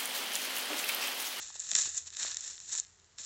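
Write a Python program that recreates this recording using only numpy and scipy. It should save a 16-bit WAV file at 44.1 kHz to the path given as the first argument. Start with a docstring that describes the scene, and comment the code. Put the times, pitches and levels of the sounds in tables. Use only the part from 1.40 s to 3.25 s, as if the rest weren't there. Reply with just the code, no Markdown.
"""A quiet yard with a faint low hum; a porcupine in grass and dry leaves, two metres or so from the mic.
It starts softly, each push of a foot or drag of the tail crushing leaves into a swarm of tiny fractures.
The hardest push comes near 0.35 s: single stems snap and the feet knock softly on the ground.
More pushes follow near 0.85 s and 1.35 s. It pauses around 1.6 s, then moves on at 1.8 s."""
import sys
import numpy as np
from scipy import signal
from scipy.fft import rfft, irfft
from scipy.io import wavfile

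SR = 44100
rng = np.random.default_rng(int(sys.argv[2]) if len(sys.argv) > 2 else 0)


def wav_record(signal):
    """Record a signal, one row per channel, as 16-bit PCM in the file named by sys.argv[1]."""
    frames = np.transpose(np.atleast_2d(signal))
    bounded = np.clip(frames, -1, 1)
    # unit amplitude maps onto the largest positive 16-bit level
    quanta = np.round(bounded * 32767).astype(np.int16)
    wavfile.write(sys.argv[1], SR, quanta)


N = 81585

# pushes of feet and tail: peak t/s, level/dB, 20 dB rise/s, 20 dB fall/s, extra mids and grass level/dB
SHUFFLES = [(.015, -44.5, 0.37, .24, 3), (0.163, -46.5, .04, .05, 0), (0.218, -44.5, .03, .17, -0.5),
            (.3, -42, 0.25, .2, -0.5), (.364, -30.5, 0.04, .17, 0), (.42, -33.5, 0.12, .1, -4),
            (.458, -34, .05, 0.041, 1), (.578, -39, 0.15, 0.083, -3), (.674, -46, 0.022, 0.031, 2),
            (.732, -45, .02, .03, 4), (.798, -40.5, .05, .08, 0.5), (0.837, -34.5, 0.085, 0.09, 3),
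            (.88, -41, .04, 0.17, 5.5), (1.073, -42, .27, 0.2, 0.5), (1.232, -52, 0.054, 0.36, -2),
            (1.335, -36.5, .1, 0.081, -1), (1.388, -37.5, 0.069, 0.03, -2.5),
            (1.419, -61, 0.03, 0.086, 7.5), (1.783, -43.5, .007, 0.13, 2), (1.848, -44.5, 0.035, .1, 2)]
# bright hiss of rustle and snaps, as the microphone colours it: f/Hz, level/dB
RUSTLE_TREBLE = [(3000, -45.5), (4700, -20), (5400, -14), (6200, -4), (7000, 4.5), (7550, 3), (8000, -11.5),
                 (8500, -26.5)]
# mid crackle of rustle and snaps, as the microphone colours it: f/Hz, level/dB
RUSTLE_MIDS = [(400, -39), (1080, -18.5), (1340, -8.5), (1500, -11.5), (1720, -1.5), (1900, -4),
               (2200, -10), (2650, -4.5), (3150, -7), (3750, 3), (4350, 0.5), (4800, -7.5), (5450, 3),
               (6200, -5), (7000, -26.5), (8200, -29.5)]
TICK_HZ, TOP_HZ = 6900, 8350  # centre of a snap's bright tick; the recorder's upper limit


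def undb(db):
    """Decibels to gain."""
    return 10 ** (np.asarray(db) / 20)


def unit(x):
    """Scale to rms 1."""
    return x / np.sqrt(np.mean(x ** 2))


def freqs():
    """Frequency of each spectral bin."""
    return np.arange(N // 2 + 1) * SR / N


def gains(points):
    """Gain per bin from rows of f/Hz, level/dB."""
    hz, db = np.array(points).T
    return undb(np.interp(np.log(freqs() + 1), np.log(hz), db))


def resonance(hz, half_width_hz):
    """Gain per bin of a single peak."""
    return 1 / (1 + ((freqs() - hz) / half_width_hz) ** 2)


def colour(x, gain):
    """Filter by a gain per bin."""
    return irfft(rfft(x) * gain, N)


def noise(gain):
    """Coloured noise of rms 1."""
    return unit(colour(rng.standard_normal(N), gain))


def wander(below_hz):
    """Random motion of rms 1, rolling off above the given frequency."""
    return noise(1 / (1 + (freqs() / below_hz) ** 4))


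def mic_dispersion(low_lag_s=.0009):
    """The microphone delays lows about 1 ms, so each click chirps slightly downward."""
    lag = low_lag_s * np.clip(1 - freqs() / TICK_HZ, -1, 1)
    return np.exp(-2j * np.pi * np.cumsum(lag) * SR / N)


def yard(air_db=-68, hum_hz=85.6):
    """The bed of the place: quiet outdoor air and a wavering low hum."""
    # spectrum of the air: f/Hz, level/dB
    air_spectrum = [(20, -31.5), (30, -21.5), (42, 0.5), (55, -15.5), (83, -3), (110, -8), (180, -11.5),
                    (290, -19), (390, -10), (500, -18), (1050, -16.5), (1800, -15), (2300, -19),
                    (4000, -17.5), (7300, -18), (8500, -47)]
    # course of the hum: t/s, level/dB
    hum_levels = [(0, -66), (.35, -85), (.45, -68.5), (.56, -66), (.63, -66.5), (.72, -77), (.9, -72),
                  (1.05, -82.5), (1.4, -78), (1.65, -76.5), (1.85, -89)]
    hum_gain = undb(np.interp(np.arange(N) / SR, *np.array(hum_levels).T))
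    hum = hum_gain * noise(resonance(hum_hz, half_width_hz=6.8))
    return undb(air_db) * noise(gains(air_spectrum)) + hum


def litter_echo(x, echo_db=-16.5, decay_s=.0053):
    """The direct sound reaches the mic with a short diffuse tail, scattered off the leaf litter."""
    t = np.arange(N) / SR
    tail = rng.standard_normal(N) * np.exp(-t / decay_s) * np.minimum(t / decay_s, 1)
    return x + undb(echo_db) * signal.fftconvolve(x, tail / np.linalg.norm(tail))[:N]


def foot_knocks(ring_cycles=.7, grit_cycles=1.9):
    """Feet strike ground and buried twigs: heavily damped, slightly gritty, little below their pitch."""
    # footfalls: t/s, level/dB, f/Hz
    footfalls = [(.103, -38, 1050), (.157, -41.5, 800), (.322, -39, 700), (0.328, -48.5, 190),
                 (0.353, -46, 420), (0.353, -47, 165), (0.399, -50, 330), (.452, -52.5, 109),
                 (0.474, -47.5, 283), (0.478, -59, 119), (.849, -28.5, 790), (0.868, -44, 1050),
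                 (.876, -53.5, 850), (1.347, -45, 1200), (1.351, -38, 1050), (1.8, -51, 300)]
    out = 0
    for at, db, hz in footfalls:
        cycles = np.maximum(np.arange(N) / SR - at, 0) * hz
        ring = np.sin(2 * np.pi * cycles) * np.exp(-cycles / ring_cycles)
        grit = .35 * wander(2 * hz) * np.minimum(cycles, 1) * np.exp(-cycles / grit_cycles)
        low_cut = signal.butter(2, .7 * hz, "high", fs=SR, output="sos")
        out = out + undb(db) * signal.sosfilt(low_cut, ring + grit)
    return out


def stem_snaps(level_db=-3, splinter_db=-4.5, splinter_s=.0006):
    """A stem or leaf rib gives way, then tears on briefly: a bright tick over a midrange crack."""
    # snaps: t/s, relative tick level/dB, relative mids level/dB
    snaps = [(0.0404, -44, -72), (0.1604, -39, -37), (0.196, -25.5, -50), (.201, -19.5, -39.5),
             (0.205, -29.5, -36), (0.3101, -24, -34), (0.3154, -16.5, -17.5), (0.3341, -28, -24),
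             (.352, -7.5, -18), (0.354, -25, -12), (0.3628, -33.5, -29), (.3638, -11.5, -30),
             (0.3655, -22, -23), (0.387, -16, -22.5), (.4206, -20, -33), (.4357, -23.5, -23.5),
             (0.4923, -21, -55), (0.5693, -21.5, -52), (0.5716, -26.5, -40), (0.577, -15.5, -43),
             (0.5814, -18, -32), (0.585, -22.5, -48), (0.7041, -35, -39), (0.7494, -49, -32),
             (0.7691, -23.5, -29.5), (0.8299, -32.5, -19.5), (0.8659, -32, -23.5), (.8775, -30, -31.5),
             (.913, -23, -33), (.9165, -41.5, -22.5), (0.9455, -24.5, -30.5), (0.9701, -17, -25),
             (1.0082, -25, -42.5), (1.078, -26, -33), (1.1795, -50, -33), (1.1912, -33.5, -61),
             (1.2024, -31, -36.5), (1.3244, -25.5, -38), (1.3522, -19.5, -30), (1.3775, -18, -48),
             (1.3849, -37, -28), (1.3998, -13.5, -31), (1.449, -52, -41), (1.47, -51, -50),
             (1.599, -54, -49), (1.645, -49.5, -53), (1.785, -43, -30)]
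    at, tick_db, mids_db = np.array(snaps).T
    t = np.arange(SR // 200) / SR
    splinters = rng.standard_normal((len(at), len(t))) * t * np.exp(-t / splinter_s)
    splinters /= np.linalg.norm(splinters, axis=1)[:, None]
    tears = (t == 0) + undb(splinter_db) * splinters  # the break, then its splintering
    samples = (at[:, None] * SR).astype(int) + np.arange(len(t))
    bright = gains(RUSTLE_TREBLE) * resonance(TICK_HZ, half_width_hz=2800)
    out = 0
    for db, gain in ((tick_db, bright), (mids_db, gains(RUSTLE_MIDS))):
        pulses = np.bincount(samples.ravel(), (undb(db)[:, None] * tears).ravel(), N)[:N]
        response = gain * mic_dispersion()
        click_peak = abs(irfft(response, N)).max()
        out = out + colour(pulses, response) / click_peak
    return undb(level_db) * out


def crush(peaks_db, rest_db=-73):
    """Strength of the crushing: each shuffle swells and dies away, over leaves settling at rest."""
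    t = np.arange(N) / SR
    power = undb(rest_db) ** 2
    for (at, _, rise, fall, _), db in zip(SHUFFLES, peaks_db):
        drop_db = 20 * np.maximum((at - t) / rise, (t - at) / fall)
        power = power + undb(db - drop_db) ** 2
    return np.sqrt(power)


def fractures(push, size_spread_db=2.5, colour_spread_db=4.5, clump_db=1.5):
    """Tiny breaks, each with its own size and colour; harder pushes break more leaves a second."""
    per_second = 3600 * (push / undb(-41.5)) ** .32
    breaks = rng.random(N) < per_second / SR
    size = undb(size_spread_db * np.minimum(rng.standard_normal(N), 2.46))
    polarity = rng.choice([-1, 1], N)
    clumps = undb(clump_db * wander(below_hz=45))  # leaves give way in clumps
    clicks = breaks * size * polarity * clumps / np.sqrt(per_second)  # same power at any rate
    centres_hz, spacing_hz = np.linspace(0, TOP_HZ, 7, retstep=True)
    swarm = 0
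    for hz in centres_hz:
        band = np.maximum(1 - abs(freqs() - hz) / spacing_hz, 0)
        click_gains = undb(colour_spread_db * np.clip(rng.standard_normal(N), -2, 1))
        swarm = swarm + colour(clicks * click_gains, band * mic_dispersion())
    return swarm


def leaf_rustle(mids_db=-7.5, grass_db=-28.5):
    """Leaves fracture under feet and tail: bright hiss and mid crackle at the mic, over crushed grass."""
    # spectrum of the grass crushed under the leaves: f/Hz, level/dB
    grass_spectrum = [(25, -23), (70, -18), (130, -4.5), (400, -2), (900, -0.5), (1500, -5), (4000, -44)]
    _, push_db, _, _, extra_db = np.array(SHUFFLES).T
    push = crush(push_db)
    swarm = fractures(push)
    treble = unit(colour(swarm, gains(RUSTLE_TREBLE)))
    mids = undb(mids_db) * unit(colour(swarm, gains(RUSTLE_MIDS)))
    grass = undb(grass_db) * unit(colour(swarm, gains(grass_spectrum)))
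    return treble * push + (mids + grass) * crush(push_db + extra_db)


def scene():
    """The porcupine in the leaves, over the yard, at one mono microphone."""
    porcupine = leaf_rustle() + stem_snaps() + foot_knocks()
    return (litter_echo(porcupine) + yard())[None]


def record(dry):
    """The recorder cuts the top steeply."""
    high_cut = signal.ellip(8, .1, 45, TOP_HZ, fs=SR, output="sos")
    return signal.sosfiltfilt(high_cut, dry)


dry = scene()
out = record(dry)
wav_record(out)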